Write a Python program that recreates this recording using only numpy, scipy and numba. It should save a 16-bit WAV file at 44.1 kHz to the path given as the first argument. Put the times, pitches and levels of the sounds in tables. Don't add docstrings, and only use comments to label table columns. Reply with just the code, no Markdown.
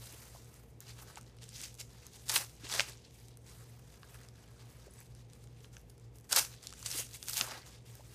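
import sys
import numpy as np
from scipy import signal
from scipy.fft import rfft, irfft
from scipy.io import wavfile
from scipy.ndimage import uniform_filter1d, map_coordinates
from numba import njit

SR = 44100
rng = np.random.default_rng(int(sys.argv[2]) if len(sys.argv) > 2 else 0)


def to_wav(sig):
    pcm = np.clip(np.atleast_2d(sig), -1, 1) * 32767
    pcm = np.round(pcm).astype(np.int16)
    wavfile.write(sys.argv[1], SR, pcm.T)


def how_loud(loudness_db):
    steps = np.asarray(loudness_db, float) / 20
    return 10 ** steps


N = 358974

# (peak time [s], crinkle level [dB, relative], rise [s], fall [s],
# tightness [-1 loose .. 1 taut, may exceed])
FINGER_MOVES = [(.07, -52.5, 0.45, 0.57, 0.53), (.35, -58, 0.11, 0.14, 0.22), (.56, -62, 0.22, 0.15, 0.51),
                (.812, -56, 0.0084, 0.044, -0.64), (0.889, -48.5, 0.049, 0.073, -0.26),
                (.99, -55, .07, 0.08, .4), (1.025, -53.5, .05, 0.027, .4), (1.1, -54.5, 0.094, .1, -0.035),
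                (1.177, -48, 0.019, 0.017, -0.28), (1.28, -65, 0.31, 0.15, -0.69),
                (1.432, -50, 0.027, 0.048, -.3), (1.553, -49, 0.025, 0.15, -0.87),
                (1.64, -42.5, 0.16, 0.085, -0.016), (1.803, -43, 0.03, 0.034, 0.22),
                (1.959, -61, 0.34, 0.12, 0), (2.067, -57.5, 0.22, 0.042, -0.48),
                (2.155, -52, .08, 0.11, -0.095), (2.27, -59, 0.092, .1, -0.77),
                (2.296, -32.5, .004, 0.13, -0.097), (2.363, -29.5, 0.078, 0.06, 0.82),
                (2.5, -62, .1, .3, 0.73), (2.653, -43.5, 0.035, 0.13, -1.8), (2.75, -35, 0.12, .1, -0.22),
                (2.8, -33.5, 0.036, 0.033, -0.28), (2.887, -48, 0.09, 0.09, -0.41),
                (3.06, -58.5, 0.23, 0.089, -1.15), (3.186, -58.5, 0.15, 0.18, 0.59),
                (3.31, -64, 0.087, 0.09, -0.67), (3.487, -58, 0.089, 0.59, 0.28),
                (3.94, -61.5, 0.23, 0.094, -0.1), (4.034, -63.5, 0.081, .3, 0.052),
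                (4.145, -58.5, 0.091, 0.09, 0.75), (4.24, -60.5, 0.18, .1, -0.18),
                (4.384, -64.5, 0.14, 0.66, -0.34), (4.6, -62, .05, 0.14, -0.85),
                (4.708, -62.5, .15, 0.24, 0.65), (4.86, -62, 0.49, 0.088, -0.32),
                (4.995, -60.5, 0.18, 0.22, 0.046), (5.197, -64, 0.14, .1, -0.32),
                (5.324, -64.5, .08, 0.19, .3), (5.439, -66.5, .14, 0.11, 0.34),
                (5.646, -63, 0.31, .1, -0.26), (5.739, -61, 0.033, 0.12, 0.25),
                (5.9, -69, 0.063, .09, 0.76), (6.05, -70, 0.23, 0.17, -0.24), (6.163, -65, 0.052, 0.064, 1),
                (6.249, -62, .025, 0.035, 0.18), (6.298, -46.5, 0.0057, .1, 0.52),
                (6.324, -31.5, 0.018, 0.06, .1), (6.368, -27, 0.027, 0.086, 0.3),
                (6.39, -33, .05, 0.033, 0.83), (6.53, -57.5, .1, 0.27, -0.69),
                (6.632, -50, 0.012, 0.062, 0), (6.68, -60, 0.22, 0.4, -1.4),
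                (6.863, -35, 0.017, 0.028, -.1), (6.916, -40.5, 0.068, 0.13, -0.32),
                (7.0, -36, 0.2, 0.054, 0.72), (7.153, -45, 0.059, .04, 0.56), (7.23, -55, .1, .2, 1),
                (7.291, -39.5, 0.038, 0.19, 0.83), (7.374, -33.5, 0.056, 0.097, 0.93),
                (7.527, -45.5, 0.23, .14, -0.77), (7.67, -58.5, 0.072, 0.17, 1),
                (7.75, -57.5, 0.18, 0.11, -1.1), (7.863, -57.5, 0.018, 0.33, 0.36),
                (7.95, -57.5, .1, 0.17, 0.054), (8.14, -57.5, 0.16, .1, 0.35)]
# (time [s], body level near 1 kHz [dB, relative])
SLACK_BODY = [(0, -10), (.7, -3), (.9, -9), (1.0, -3), (1.3, -3), (1.55, -17), (1.81, -15.5), (1.9, -5),
              (2.25, -13), (2.4, -7), (2.65, -11.5), (2.8, -7.5), (2.95, -9), (3.06, -16.5), (3.5, -6),
              (4.5, -1.5), (5.0, -7.5), (5.6, -7.5), (6.3, -8), (7.0, -16.5), (7.36, -20), (7.45, 1),
              (7.6, -1), (7.8, -12), (8.14, -6.5)]
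# (time [s], nominal peak [dB], ring [Hz], body level [dB, relative])
FILM_SNAPS = [(.1251, -37, 7700, -18), (.2544, -41, 9400, -18), (.2817, -42, 9300, -11),
              (.5421, -42, 8100, -11), (.8051, -32, 9300, -26), (1.1578, -35, 5400, -19),
              (1.1725, -31, 2600, 10), (1.2123, -39, 7000, -16), (1.2307, -45, 7100, -11),
              (1.3685, -45, 6700, -11), (1.387, -46, 4600, -6), (1.4327, -38, 5200, -17),
              (1.4406, -35, 6000, -18), (1.4914, -35, 6000, -20), (1.6157, -30, 7200, -22),
              (1.7431, -38, 7900, -19), (1.7516, -38, 7600, -18), (2.0673, -31, 7000, -30),
              (2.284, -32, 5400, -19), (2.2898, -22, 6500, -19), (2.2938, -23, 6200, -15),
              (2.2957, -12, 5700, -15), (2.2973, -19, 7700, -12), (2.3585, -12, 6700, -17),
              (2.3616, -10, 3600, -10), (2.3643, -12, 3400, -9), (2.371, -20, 7200, -9),
              (2.3796, -20, 6800, -13), (2.4477, -33, 6400, -18), (2.4957, -41, 7900, -12),
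              (2.6982, -29, 4700, -12), (2.718, -26, 4900, -8), (2.7272, -24, 3900, -6),
              (2.7396, -19, 6400, -4), (2.7478, -26, 4100, -7), (2.7537, -26, 4600, -6),
              (2.7637, -25, 4800, -5), (2.7804, -26, 5600, 0), (2.7851, -26, 5700, -5),
              (2.7964, -10, 3000, -6), (2.8057, -11, 3300, -8), (2.8978, -35, 8000, -14),
              (3.2846, -39, 6300, -18), (3.3727, -39, 7400, -15), (3.4968, -42, 6900, -18),
              (4.0316, -37, 3500, 5), (4.1448, -40, 7400, 0), (4.205, -45, 4300, -12),
              (4.2873, -39, 6300, -14), (4.9376, -43, 9900, -18), (5.0115, -42, 6400, -2),
              (5.1507, -44, 6700, -11), (5.3003, -47, 5000, -9), (5.3346, -39, 6000, -16),
              (5.441, -43, 6800, -11), (5.4736, -43, 4600, -10), (5.6456, -36, 2500, -12),
              (5.7679, -33, 4000, -3), (5.783, -50, 8500, -16), (5.796, -50, 9000, -16),
              (5.8152, -49, 8800, -12), (5.8983, -43, 7900, -19), (5.9018, -43, 6800, -20),
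              (5.9803, -47, 7400, -13), (5.9985, -50, 6800, -9), (6.1582, -45, 7400, -19),
              (6.1854, -42, 7500, -17), (6.2003, -47, 8300, -14), (6.2105, -47, 8500, -16),
              (6.2448, -48, 7200, -11), (6.2936, -37, 6500, -10), (6.311, -27, 7300, -6),
              (6.3143, -22, 5900, -4), (6.3209, -22, 7100, -13), (6.3243, -18, 7200, -15),
              (6.3264, -17, 7000, -18), (6.3282, -9, 6000, -9), (6.3303, -14, 6100, -6),
              (6.3624, -8, 7000, -20), (6.3635, -8, 8600, -18), (6.3659, -12, 6500, -18),
              (6.3678, -13, 6500, -22), (6.3727, -12, 5900, 2), (6.3806, -19, 6800, -10),
              (6.3852, -12, 6600, -12), (6.3876, -13, 7300, -16), (6.3888, -11, 7400, -16),
              (6.39, -13, 5800, -10), (6.3932, -14, 5500, -11), (6.3956, -14, 7100, -12),
              (6.4498, -26, 6200, -10), (6.5407, -41, 3900, 1), (6.6295, -36, 5400, -12),
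              (6.6385, -36, 6600, -9), (6.6712, -22, 6000, -29), (6.6939, -34, 5100, -19),
              (6.7058, -37, 5400, -11), (6.7265, -31, 6200, -3), (6.7372, -33, 5500, -7),
              (6.8283, -30, 5300, -7), (6.862, -21, 5700, -15), (6.8651, -24, 6500, -20),
              (6.9146, -22, 5400, -24), (6.9273, -25, 5600, -22), (6.9541, -28, 6000, -10),
              (6.9743, -27, 6200, -12), (7.0683, -38, 6800, -10), (7.1116, -38, 5400, -12),
              (7.1339, -36, 5700, -14), (7.1411, -34, 7100, -19), (7.2285, -23, 5600, -21),
              (7.2581, -32, 7000, -19), (7.2764, -29, 7300, -23), (7.285, -20, 7200, -15),
              (7.2971, -18, 8800, -19), (7.3332, -21, 6300, -18), (7.3357, -22, 7400, -20),
              (7.341, -23, 8100, -23), (7.3704, -18, 6500, -17), (7.3787, -17, 7200, -20),
              (7.3897, -26, 7300, -19), (7.4009, -22, 6700, -8), (7.4115, -9, 3700, -9),
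              (7.6654, -39, 4600, -12)]
# (time [s], first-touch peak [dB], pitch [Hz])
BAG_KNOCKS = [(0.133, -52.5, 330), (0.349, -47.5, 694), (1.173, -42, 900), (2.358, -57, 596),
              (2.635, -46.5, 283), (2.793, -34.5, 590), (2.894, -52, 407), (4.032, -49, 1110),
              (4.148, -54, 1090), (4.62, -65, 218), (4.868, -49, 418), (6.326, -36, 726), (6.368, -40, 550),
              (6.947, -46.5, 304), (6.992, -43.5, 484), (7.408, -47, 748), (7.407, -46.5, 228),
              (7.995, -49.5, 600)]
# (time [s], favoured-mode peak [dB], favoured mode [index])
CHAIN_TOUCHES = [(4.768, -62, 1), (4.907, -56, 1), (4.937, -58, 1), (4.966, -62, 0), (4.987, -54, 0),
                 (5.026, -62, 1)]
LINK_MODES_HZ = [7940, 9750]
# (band centre [Hz], T60 [s])
ROOM_DECAY = [(500, 0.13), (1500, 0.16), (4000, 0.17), (10000, 0.24)]
# (frequency [Hz], nominal level [dB rms])
HUM_TONES = [(55.84, -65.8), (58.94, -69.9), (74.31, -67.6), (111.43, -66.9), (116.74, -73.8),
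             (117.87, -60.0), (120.02, -65.9), (131.56, -77.9), (148.57, -76.3), (223.31, -84.4),
             (235.76, -79.0), (240.03, -82.1)]
# (frequency [Hz], density [dB per Hz, relative])
AIR_SPECTRUM = [(20, -31), (45, -9), (70, -0.5), (90, -29), (112, 3.5), (200, -8), (293, -12), (489, -9),
                (560, -17.5), (750, -18.5), (1440, -32.5), (2220, -29), (7500, -44), (13200, -53),
                (16000, -62)]

RING_HZ, RING_OCTAVES = 6260, 0.57


def crinkle(spread_db=2.0, cycles=0.94, flutter_db=2.0, patchy_db=2.5, ring_db=3.5):
    when_s, place, sign = rng.random((int(18000 * N / SR), 3)).T
    when_s = when_s * N / SR
    pitch = np.sqrt(place)
    hz = 220 * 2 ** (6.036 * pitch)
    size_db = np.minimum(spread_db * rng.exponential(size=len(when_s)), 15.0)

    level_db, tight = hands(when_s)
    body_db = np.interp(when_s, *np.transpose(SLACK_BODY))
    sheen_db = -7 + 7 * tight + 0.3 * (body_db + 12.5)
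    low = np.clip(np.log2(2800 / hz) / 0.87, 0, 1)
    high = np.clip(np.log2(hz / 7500) / 0.79, 0, 1)
    colour_db = low * (body_db + 7.5) + high * (sheen_db + 2.5)

    ring_hz = RING_HZ * 2 ** (RING_OCTAVES * tight)
    colour_db += ring_db * np.exp(-(np.log2(hz / ring_hz) / 0.61) ** 2)
    fold_db = -3.0 * np.maximum(np.log2(800 / hz), 0) + 3.59 * np.log2(hz / 5000)

    bunch_db = flutter_db * walk(120)[(when_s * SR).astype(int)]
    folds = rng.standard_normal((int(40 * N / SR) + 2, 16))
    bunch_db += patchy_db * map_coordinates(folds, [40 * when_s, 15 * pitch], order=1)

    db = level_db + colour_db + fold_db + size_db + bunch_db - 10.5
    return grains(when_s, hz, cycles, np.sign(sign - .5) * how_loud(db))


def hands(when_s):
    swing_db, rest_db = 20, -95
    grid_s = np.arange(0, N / SR + .001, .001)
    peak_s, db, rise_s, fall_s, tight = np.array(FINGER_MOVES).T[:, :, None]
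    before = (peak_s - grid_s) / np.maximum(rise_s, .003)
    after = (grid_s - peak_s) / np.maximum(fall_s, .003)
    away = np.where(grid_s < peak_s, before, after)
    power = how_loud(2 * (db - swing_db * away))
    total = power.sum(axis=0) + how_loud(2 * rest_db)
    level_db = np.interp(when_s, grid_s, 10 * np.log10(total))
    return level_db, np.interp(when_s, grid_s, (power * tight).sum(axis=0) / total)


def snaps(rows, octaves=0.55, scatter_s=.0003, cycles=1.0):
    when_s, peak_db, hz, body_db = rows.T[:, :, None]
    late, pitch, sign = np.moveaxis(rng.standard_normal((len(rows), 12, 3)), 2, 0)
    tick = np.arange(12)
    pop = tick >= 9
    fan = octaves * np.where(pop, 1.5 * (tick - 10), (tick - 4) / 2.6) + .12 * pitch
    tick_hz = np.where(pop, 1450, hz) * 2 ** fan
    tick_db = peak_db - 10 * np.log10(1 + how_loud(2 * body_db)) + 2.0 * np.log2(hz / 6500)
    db = tick_db + np.where(pop, body_db - 9.0, -9.0) + 5.3 * fan - 8.9 * fan ** 2
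    tick_s = when_s + scatter_s * late - .0003
    return grains(tick_s.ravel(), tick_hz.ravel(), cycles, (np.sign(sign) * how_loud(db)).ravel())


def strays(rate_per_s=60, over_crinkle_db=8, spread_db=2.5):
    when, size, pitch, body = rng.random((int(rate_per_s * N / SR), 4)).T
    when_s = when * N / SR
    level_db, tight = hands(when_s)
    hz = RING_HZ * 2 ** (RING_OCTAVES * tight + 0.9 * (pitch - .5))
    peak_db = level_db + over_crinkle_db - spread_db * np.log(size)
    return np.c_[when_s, peak_db, hz, -20 + 16 * body]


def knocks(cycles=1.1):
    when_s, peak_db, hz = np.array(BAG_KNOCKS).T
    first = grains(when_s, hz, cycles, how_loud(peak_db))
    return first + grains(when_s + 0.011, 1.44 * hz, cycles, how_loud(peak_db - 2.5))


def links(cycles=21.0):
    when_s, peak_db, favoured = np.array(CHAIN_TOUCHES).T
    out = 0
    for k, hz in enumerate(LINK_MODES_HZ):
        mode_db = peak_db - 10.0 * (favoured != k)
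        out = out + grains(when_s, hz + 0 * when_s, cycles, how_loud(mode_db))
    return out


@njit
def ring(start, hz, cycles, size, count):
    out = np.zeros(count + 2048)
    for k in range(len(start)):
        fade = hz[k] / SR / cycles[k]
        p = np.exp(2j * np.pi * hz[k] / SR - fade)
        z = size[k] * np.e * fade + 0j
        for i in range(min(int(8 / fade), 2048)):
            out[start[k] + i] += i * z.imag
            z *= p
    return out[:count]


def grains(when_s, hz, cycles, size):
    start = np.clip(when_s * SR, 0, N - 1).astype(np.int64)
    return ring(start, np.clip(hz, 100, .4 * SR), cycles * np.ones(len(when_s)), size, count=N)


def walk(rate_hz):
    k = int(SR / rate_hz)
    return uniform_filter1d(np.repeat(rng.standard_normal(N // k + 1), k), k)[:N]


def room(level_db=-12):
    t = np.arange(SR // 2) / SR
    tail = 0
    for hz, t60_s in ROOM_DECAY:
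        edges_hz = [hz / 1.7, min(hz * 1.7, .45 * SR)]
        band = signal.butter(2, edges_hz, "band", fs=SR, output="sos")
        tail = tail + signal.sosfilt(band, rng.standard_normal(len(t))) * how_loud(-60 * t / t60_s)
    tail = tail * np.clip(t / 0.00055, 0, 1)
    return how_loud(level_db) * tail / np.sqrt(np.sum(tail ** 2))


def hum(waver_db=.8):
    t = np.arange(N) / SR
    out = 0
    for hz, db in HUM_TONES:
        level = np.sqrt(2) * how_loud(db + waver_db * walk(1.6))
        out = out + level * np.sin(2 * np.pi * hz * t)
    return out


def air(level_db=-60.5):
    hz, db = np.array(AIR_SPECTRUM).T
    f = np.arange(N // 2 + 1) * SR / N + 1
    shape = how_loud(np.interp(np.log(f), np.log(hz), db))
    noise = irfft(rfft(rng.standard_normal(N)) * shape, N)
    return how_loud(level_db) * noise / noise.std()


def scene():
    near = crinkle() + snaps(np.array(FILM_SNAPS)) + snaps(strays()) + knocks() + links()
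    echoes = signal.fftconvolve(near, room())[:N]
    return (near + echoes + hum() + air())[None]


def band_limit(x):
    return signal.sosfilt(signal.butter(12, 16470, fs=SR, output="sos"), x)


def record(dry):
    top = signal.ellip(8, .3, 60, 15150, fs=SR, output="sos")
    return band_limit(signal.sosfilt(top, dry))


dry = scene()
out = record(dry)
to_wav(out)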